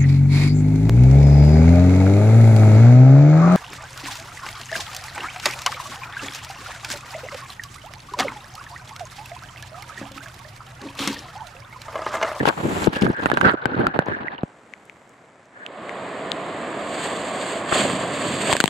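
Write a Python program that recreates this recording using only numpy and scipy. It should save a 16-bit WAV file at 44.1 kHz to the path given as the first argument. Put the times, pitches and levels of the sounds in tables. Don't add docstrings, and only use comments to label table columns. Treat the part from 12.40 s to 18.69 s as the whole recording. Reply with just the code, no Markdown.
import sys
import numpy as np
from scipy import signal
from scipy.fft import rfft, irfft, next_fast_len
from scipy.io import wavfile

SR = 44100
rng = np.random.default_rng(int(sys.argv[2]) if len(sys.argv) > 2 else 0)


def wav_out(sig):
    wavfile.write(sys.argv[1], SR, np.round(np.clip(np.atleast_2d(sig).T, -1, 1) * 32767).astype(np.int16))


N = 277389
TIME = np.arange(N) / SR
ENTRY_S, FLOOD_S, UNDER_S, SURFACE_S, DRY_S, DRENCH_S = 0.465, 1.14, 2.03, 3.12, 4.96, 6.135
RUNOFF_S = 0.16

# t/s, level/dB
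TURBULENCE = [(0.0, 5), (0.13, -6.5), (0.23, 1), (0.52, -1), (0.78, -0.5), (1.11, -0.5), (1.19, -5),
              (1.32, 1.5), (1.63, -2.5), (2.0, -4.5), (2.08, -19)]
# t/s, length/s, buffet/dB, port ring/dB
WAVES = [(-0.01, 0.031, -20, -24.5), (0.242, 0.056, -18, -53), (0.607, 0.12, -16, -48),
         (1.005, 0.13, -22, -21), (1.38, 0.11, -25, -34), (1.704, 0.064, -27, -32)]
# t/s, length/s, level/dB
SHEETS = [(0.058, 0.043, -18), (0.502, 0.094, -34), (0.593, 0.076, -35.5)]
# t/s, f/Hz
PORT_PITCH = [(0.035, 1780), (0.8, 1610), (1.07, 1444), (1.74, 1670)]
# t/s, nominal length/s, level/dB, f/Hz, pan/dB (left minus right)
RUSHES = [(.07, 0.03, -10.5, 910, 4.5), (0.657, 0.014, -20, 1200, -8), (1.039, 0.018, -12.5, 1440, -7),
          (1.057, 0.04, -11.5, 1500, -5.5), (1.134, 0.016, -19.5, 890, -4), (1.39, 0.056, -19, 533, -2),
          (1.552, 0.014, -16.5, 610, -8.5), (5.323, 0.0057, -6.5, 1110, 1), (5.443, 0.016, -21, 335, 0)]
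# t/s, level/dB, thump/dB, ring f/Hz, pan/dB
SLAP_HITS = [(0.055, -5, -44, 865, 10), (0.473, -8.5, -43, 890, 4), (0.858, -2.5, -13.5, 1410, -5.5),
             (0.865, -14, -24, 1820, -14), (0.9, -7.5, -33, 820, -6), (0.916, -6.5, -15.5, 1690, -9),
             (0.972, -3, -18, 1580, -9), (1.012, -1.5, -41, 1580, -8), (1.256, -5, -12.5, 1520, 7),
             (1.468, -2.5, -23.5, 1360, -1.5), (1.590, -4.5, -6.5, 1490, -5.5),
             (1.684, -22.5, -17, 1540, 10.5), (2.033, -22.5, -21, 686, -2)]
DROP_HITS = [(6.128, 4, -16, 865, 0), (6.134, -9, -40, 945, 21), (6.167, -4, -49, 1590, -6.5),
             (6.203, 6, -18.5, 1490, 7), (6.2094, -9, -50, 2930, -16), (6.240, 2.5, -10.5, 910, 13.5),
             (6.258, -18, -31, 715, -23), (6.278, -6, -30, 3290, 4)]
# t/s, level/dB, nominal f/Hz, pan/dB
AIR_POCKETS = [(0.471, -9.5, 430, 29), (0.479, -3.5, 207, 11.5), (0.619, -13, 230, 21),
               (0.634, -9.5, 244, 20), (0.65, -9, 270, 7), (0.669, -15, 240, 13), (0.701, -7.5, 218, 9),
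               (0.933, -12, 353, 15), (1.141, -10, 370, -7), (1.345, -14, 322, -7), (1.393, -11, 377, -11),
               (1.845, -22.5, 340, 10), (2.034, -9.5, 200, 1.5), (2.547, -40, 170, 0)]
# t/s, level/dB, f/Hz, pan/dB
CASE_TICKS = [(0.443, -4.5, 4050, -2), (0.555, -20, 2780, -10), (1.882, -12, 1955, -13),
              (1.981, -24, 2900, -9), (2.337, -19.5, 2110, 13), (2.497, -21, 2230, 7),
              (3.264, -11, 2870, -7), (3.494, -17, 2090, 14), (3.918, 1, 3560, 9)]
# t/s, level/dB, f/Hz
FILM_BURSTS = [(0.461, -32, 5200), (0.612, -32.5, 5000), (0.687, -46, 8500), (0.939, -28.5, 3500),
               (1.399, -53, 10500), (1.659, -42.5, 5100), (2.453, -52, 7800), (2.693, -50, 7500),
               (3.055, -56, 5500)]
# peak t/s, rise/s, fall/s, deep/dB, body/dB, spray/dB
RIDER_SPLASHES = [(4.62, 0.12, 0.24, -69, -35, -32), (5.10, 0.24, 0.1, -69, -36, -33),
                  (5.346, 0.033, 0.18, -25, -22, -24), (5.41, 0.051, 0.02, -29, -37, -23),
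                  (5.85, 0.23, 1, -30.5, -32.5, -31), (6.12, 0.1, 0.29, -31, -22, -23)]

# f/Hz, relative level/dB
BUFFET_EQ = [(25, -84), (70, -11), (140, -3), (330, -3.5), (550, -10), (900, -25), (2000, -84)]
WASH_EQ = [(200, -32), (500, -1), (850, 7), (1700, -4), (2300, -10), (2900, -13.5), (3500, -21),
           (4300, -21.5), (5600, -49), (12000, -84)]
SPATTER_EQ = [(1500, 11), (3000, 14.5), (5700, -1.5), (9300, -7), (12000, -10), (16000, -35)]
FIZZ_EQ = [(1500, 10.5), (3300, 1.5), (5700, -9), (7500, 1), (9300, -15.5), (11000, -8), (15500, -27)]
RUSH_EQ = [(40, -38), (160, 15.5), (1700, 8), (2300, -4), (4300, -8), (5600, -27), (8000, -26),
           (16000, -31)]
PLUNGE_EQ = [(25, -59), (60, -20), (110, -5), (200, 1.5), (320, -1.5), (600, -27), (1500, -67)]
POUR_EQ = [(40, -31), (250, -3), (450, -1), (660, 3), (870, -6.5), (1100, -1), (1400, -9.5), (1750, -7.5),
           (4000, -24), (8000, -64)]
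SPRAY_EQ = [(700, -50), (1600, 4.5), (2500, 3), (3400, 5), (3900, -3), (4600, 2), (5300, -19),
            (6000, -15.5), (7100, 1.5), (8400, 2), (9300, -22.5), (10500, -43), (12500, -18.5),
            (16000, -79)]
HUSH_EQ = [(30, -31), (130, -3.5), (700, -2.5), (2200, -10), (2700, -18), (5600, -29.5), (7800, -22),
           (9500, -35), (15000, -63)]
SLAP_EQ = [(300, 11.5), (800, 20.5), (2800, 8.5), (4500, -5), (5600, -13), (7800, -10), (16000, -27)]
DROP_EQ = [(800, 13.5), (3000, 15), (4600, 10), (5600, -9), (7800, 14.5), (10000, -9), (16000, -15)]
# f/Hz, coefficient
FOAM_CORR = [(100, 0.79), (330, 0.76), (700, -0.11), (1200, -0.42), (3000, 0.084), (7500, 0.65)]
AIR_CORR = [(500, 1), (1000, 0.91), (2000, 0.62), (7500, 0.86), (14000, 0.6)]


def foam():
    churn = envelope(TURBULENCE)
    heave = sum(gain(db) * swell(s, length_s) for s, length_s, db, _ in WAVES)
    push = np.hypot(gain(-30) * churn ** 2.8, heave)
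    froth = churn * (gain(-46.5) * (1 - after(FLOOD_S)) + gain(-61))
    sheets = sum(gain(db) * swell(s, length_s) for s, length_s, db in SHEETS)
    skim = gain(-27 - 42 * abs(ENTRY_S - TIME)) * (1 - after(ENTRY_S))
    sinking = gain(-61) * swell(UNDER_S, 0.96)
    buffet = colour(bursts(270, 0.34, 0.27), BUFFET_EQ, FOAM_CORR) * flutter(45.6, 3) * push
    wash = colour(bursts(600, 1.3, 0.58), WASH_EQ, FOAM_CORR) * gain(-32) * churn
    spatter = colour(bursts(400, 4.8, 0.44), SPATTER_EQ, FOAM_CORR) * (froth + sheets)
    fizz = colour(bursts(2200, 4.2, 0.42), FIZZ_EQ, FOAM_CORR) * (skim + sinking)
    return (lag_left(buffet) + wash + spatter) * flutter(rate_hz=90, depth_db=6) + fizz


def slaps():
    out, t = np.zeros((2, N)), np.arange(2048) / SR
    for s, db, thump_db, hz, pan_db in SLAP_HITS:
        crack = colour(rng.standard_normal((2, len(t))), SLAP_EQ, FOAM_CORR)
        crack *= gain(db - 2.5) * (t / 0.00085) * np.exp(-t / 0.001)
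        rocking = gain(db + 11.5) * mode(t, hz=1265, decay_s=0.00042)
        plop = gain((db + thump_db) / 2 - 2.5) * mode(t, hz=598, decay_s=0.0015)
        hit = impact(t, db, thump_db, hz, ring_s=0.0033)
        add(out, s, crack + plop + hit + np.array([rocking, -rocking]), pan_db)
    return out


def rushes():
    out = np.zeros((2, N))
    for s, length_s, db, hz, pan_db in RUSHES:
        age = np.arange(0, 1.6, 1 / (SR * length_s))
        noise = rng.standard_normal((2, 8192)) * flutter(303, 6.5)[:8192]
        rush = colour(resonate(noise, hz, width_hz=hz), RUSH_EQ, FOAM_CORR)[:, :len(age)]
        shape = (1 - np.exp(-age / 0.21)) * np.exp(-(age / 1.08) ** 3)
        add(out, s, gain(db) * unit_rms(rush) * shape, pan_db)
    return out


def gulps():
    out, t = np.zeros((2, N)), np.arange(3000) / SR
    for s, db, hz, pan_db in AIR_POCKETS:
        knock = air_pulse(t, end_hz=0.6 * hz, glide=0.78, settle_s=0.008, decay_s=0.003)
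        add(out, s, gain(db + 2.5) * knock, pan_db)
    return lag_left(signal.sosfilt(signal.butter(1, 70, "highpass", fs=SR, output="sos"), out))


def port_ring():
    hz = np.interp(TIME, *np.transpose(PORT_PITCH))
    mid, side = bursts(800, 4.5, 0.45)
    mid = gain(0.5) * unit_rms(resonate(resonate(mid, hz, 260), hz, 280))
    side = gain(5.5) * unit_rms(resonate(resonate(side, hz * 0.9, 380), hz * 0.98, 360))
    in_foam = after(ENTRY_S + 0.059) * np.clip((UNDER_S - TIME) / 0.17, 0, 1)
    churn = gain(-39) * envelope(TURBULENCE) ** 0.5 * in_foam
    waves = sum(gain(db) * swell(s, length_s) for s, length_s, _, db in WAVES)
    surfacing = gain(-48.5) * swell(SURFACE_S, 0.18)
    return np.array([mid + side, mid - side]) * (np.hypot(churn, waves) + surfacing) * flutter(80, 5.5)


def second_rider(boom_lag_s=0.052):
    deep = body = mist = 0
    for s, rise_s, fall_s, deep_db, body_db, spray_db in RIDER_SPLASHES:
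        deep = np.hypot(deep, gain(deep_db) * splash(s + boom_lag_s, rise_s, 1.23 * fall_s))
        body = np.hypot(body, gain(body_db) * splash(s, rise_s, fall_s))
        mist = np.hypot(mist, gain(spray_db) * splash(s, rise_s, fall_s))
    return deep, body, mist


def pool():
    deep, body, mist = second_rider()
    film_s = np.maximum(DRY_S - TIME, 0)
    outfall, hiss = gain(-1.5 * film_s), gain(-44.5 - 3.5 * film_s)
    plunge = colour(bursts(180, 13, 0.21), PLUNGE_EQ, AIR_CORR) * np.hypot(gain(-40.5) * outfall, deep)
    pour = colour(bursts(1500, 4.4, 0.19), POUR_EQ, AIR_CORR) * gain(-28.5) * outfall
    smacks = colour(bursts(500, 3, 0.34), POUR_EQ, AIR_CORR) * body * flutter(110, 6.5)
    spray = colour(bursts(1500, 1.1, 0.38), SPRAY_EQ, AIR_CORR) * np.hypot(hiss, mist * flutter(55, 2))
    out = np.zeros((2, N))
    add(out, 0, plunge + pour + smacks, pan_db=-1.44)
    add(out, 0, spray, pan_db=-2)
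    runoff = after(SURFACE_S) * gain(-29.5 * np.exp(-np.maximum(TIME - SURFACE_S, 0) / RUNOFF_S))
    drenched = gain(-after(DRENCH_S) * (5.5 + 82 * (TIME - DRENCH_S)))
    return out * runoff * drenched


def drops():
    out, t = np.zeros((2, N)), np.arange(2048) / SR
    for s, db, thump_db, hz, pan_db in DROP_HITS:
        crack = colour(rng.standard_normal((2, len(t))), DROP_EQ, AIR_CORR)
        crack *= gain(db / 2 - 9) * (np.exp(-t / 0.00097) + 0.04 * np.exp(-t / 0.003))
        knock = gain(db - 16) * mode(t, hz=430, decay_s=0.0011)
        add(out, s, crack + knock + impact(t, db, thump_db, hz, ring_s=0.0012), pan_db)
    return out


def bubbles():
    churn, under = envelope(TURBULENCE), after(UNDER_S)
    gurgles = cloud(0, UNDER_S, gain(-16) * churn, 374, 1190, cycles=2.1, count=110)
    plinks = cloud(ENTRY_S, UNDER_S, gain(-22.5) * churn, 2280, 4050, cycles=2.3, count=110)
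    prickle = cloud(ENTRY_S, FLOOD_S, gain(-27) * churn, 3540, 11000, cycles=2.9, count=110)
    blips = cloud(UNDER_S, SURFACE_S, gain(-44) * under, 130, 1200, cycles=2.5, count=45)
    crackle = cloud(UNDER_S, SURFACE_S, gain(-48) * under, 2800, 8000, cycles=1.6, count=70)
    return lag_left(gurgles) + plinks + prickle + blips + crackle


def ticks():
    out, t = np.zeros((2, N)), np.arange(1024) / SR
    for s, db, hz, pan_db in CASE_TICKS:
        if ENTRY_S < s < UNDER_S:
            tick = mode(t, hz, decay_s=0.002) * (1 - np.exp(-t / 0.0005))
        else:
            ring_s = 0.00086 * (2150 / hz) ** 2
            tick = mode(t, hz, ring_s) + gain(-11) * mode(t, hz / 2, ring_s / 2)
            tick += gain(-16) * mode(t, hz=6200, decay_s=0.00028)
        add(out, s, gain(db) * tick, pan_db)
    return out


def film_bursts(peak_s=0.0008):
    out, t = np.zeros((2, N)), np.arange(1024) / SR
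    puff = t / peak_s * np.exp(1 - t / peak_s)
    for s, db, hz in FILM_BURSTS:
        fizz = resonate(resonate(rng.standard_normal(len(t)), hz, hz / 2), hz, hz / 2)
        add(out, s, gain(db) * unit_rms(fizz) * puff, pan_db=0)
    return out


def hush(fade_db_per_s=0.9):
    submerged = after(UNDER_S) * (1 - after(SURFACE_S + RUNOFF_S))
    seethe = colour(bursts(900, 4.4, 0.37), HUSH_EQ, AIR_CORR)
    return seethe * gain(-50.5 - fade_db_per_s * (TIME - UNDER_S)) * submerged


def impact(t, db, thump_db, hz, ring_s):
    thump = air_pulse(t, end_hz=151, glide=6.5, settle_s=0.00099, decay_s=0.0033)
    return gain(db - 4) * mode(t, hz, ring_s) + gain(thump_db + 5) * thump


def air_pulse(t, end_hz, glide, settle_s, decay_s):
    turns = end_hz * (t + glide * settle_s * (1 - np.exp(-t / settle_s)))
    return np.sin(2 * np.pi * turns) * np.exp(-t / decay_s) * (1 - np.exp(-t / 0.00046))


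def cloud(start_s, end_s, level, low_hz, high_hz, cycles, count):
    out, t = np.zeros((2, N)), np.arange(1500) / SR
    for when, pitch, softness, side in rng.random((count, 4)):
        s = start_s + when * (end_s - start_s)
        hz = low_hz * (high_hz / low_hz) ** pitch
        plink = mode(t * (1 + 10 * t), hz, cycles / hz) * (1 - np.exp(-t * hz / 2))
        add(out, s, level[round(s * SR)] * gain(-20 * softness) * plink, 10 * (side - 0.5))
    return out


def mode(t, hz, decay_s):
    return np.sin(2 * np.pi * hz * t) * np.exp(-t / decay_s) * (1 - np.exp(-2 * t * hz))


def bursts(rate_hz, spread_db, near_share):
    sizes = gain(spread_db * np.minimum(rng.exponential(1, N), 3)) * (rng.random(N) < rate_hz / SR)
    near = unit_rms(sizes * rng.choice([-1, 1], (2, N)))
    return np.sqrt(near_share) * near + np.sqrt(1 - near_share) * rng.standard_normal((2, N))


def colour(pair, spectrum, correlation):
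    n = pair.shape[1]
    size = next_fast_len(n)
    hz = np.fft.rfftfreq(size, 1 / SR)
    corr = log_interp(correlation, hz)
    mid, side = rfft(pair, size) * np.sqrt([1 + corr, 1 - corr])
    stereo = np.array([mid + side, mid - side]) * gain(log_interp(spectrum, hz))
    return unit_rms(irfft(stereo, size)[:, :n])


def resonate(x, hz, width_hz):
    carrier = np.exp(2j * np.pi * np.cumsum(hz * np.ones(x.shape[-1])) / SR)
    pole = np.exp(-np.pi * width_hz / SR)
    return 2 * (carrier * signal.lfilter([1 - pole], [1, -pole], x / carrier)).real


def flutter(rate_hz, depth_db):
    knots = np.clip(rng.standard_normal(8000), -2, 2)
    return unit_rms(gain(depth_db * np.interp(TIME * rate_hz, np.arange(len(knots)), knots)))


def envelope(rows):
    s, db = np.transpose(rows)
    return gain(np.interp(TIME, s, db) - 280 * np.maximum(TIME - s[-1], 0))


def after(s):
    return np.clip((TIME - s) / 0.02 + 0.5, 0, 1)


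def swell(s, length_s):
    return np.sin(np.pi * np.clip((TIME - s) / length_s, 0, 1))


def splash(peak_s, rise_s, fall_s):
    return np.exp(-np.maximum((peak_s - TIME) / rise_s, (TIME - peak_s) / fall_s))


def lag_left(pair, lag_s=0.00016):
    return np.array([np.interp(TIME - lag_s, TIME, pair[0]), pair[1]])


def add(mix, s, sound, pan_db):
    part = mix[:, round(s * SR):][:, :sound.shape[-1]]
    part += (sound * gain([[pan_db / 2], [-pan_db / 2]]))[..., :part.shape[1]]


def log_interp(points, hz):
    knots_hz, values = np.transpose(points)
    return np.interp(np.log(hz + 1), np.log(knots_hz + 1), values)


def gain(db):
    return 10 ** (np.asarray(db) / 20)


def unit_rms(x):
    return x / np.sqrt(np.mean(x ** 2) + 1e-20)


def scene():
    ride = foam() + bubbles() + film_bursts() + port_ring() + rushes() + slaps() + gulps()
    return ride + ticks() + hush() + pool() + drops()


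def record(dry, low_hz=42, high_hz=15900):
    heard = signal.sosfilt(signal.butter(2, low_hz, "highpass", fs=SR, output="sos"), dry)
    clipped = heard / (1 + heard ** 6) ** (1 / 6)
    lowpass = signal.firwin(511, high_hz, window=("kaiser", 9), fs=SR)
    return signal.oaconvolve(clipped, lowpass[None], "same")


dry = scene()
out = record(dry)
wav_out(out)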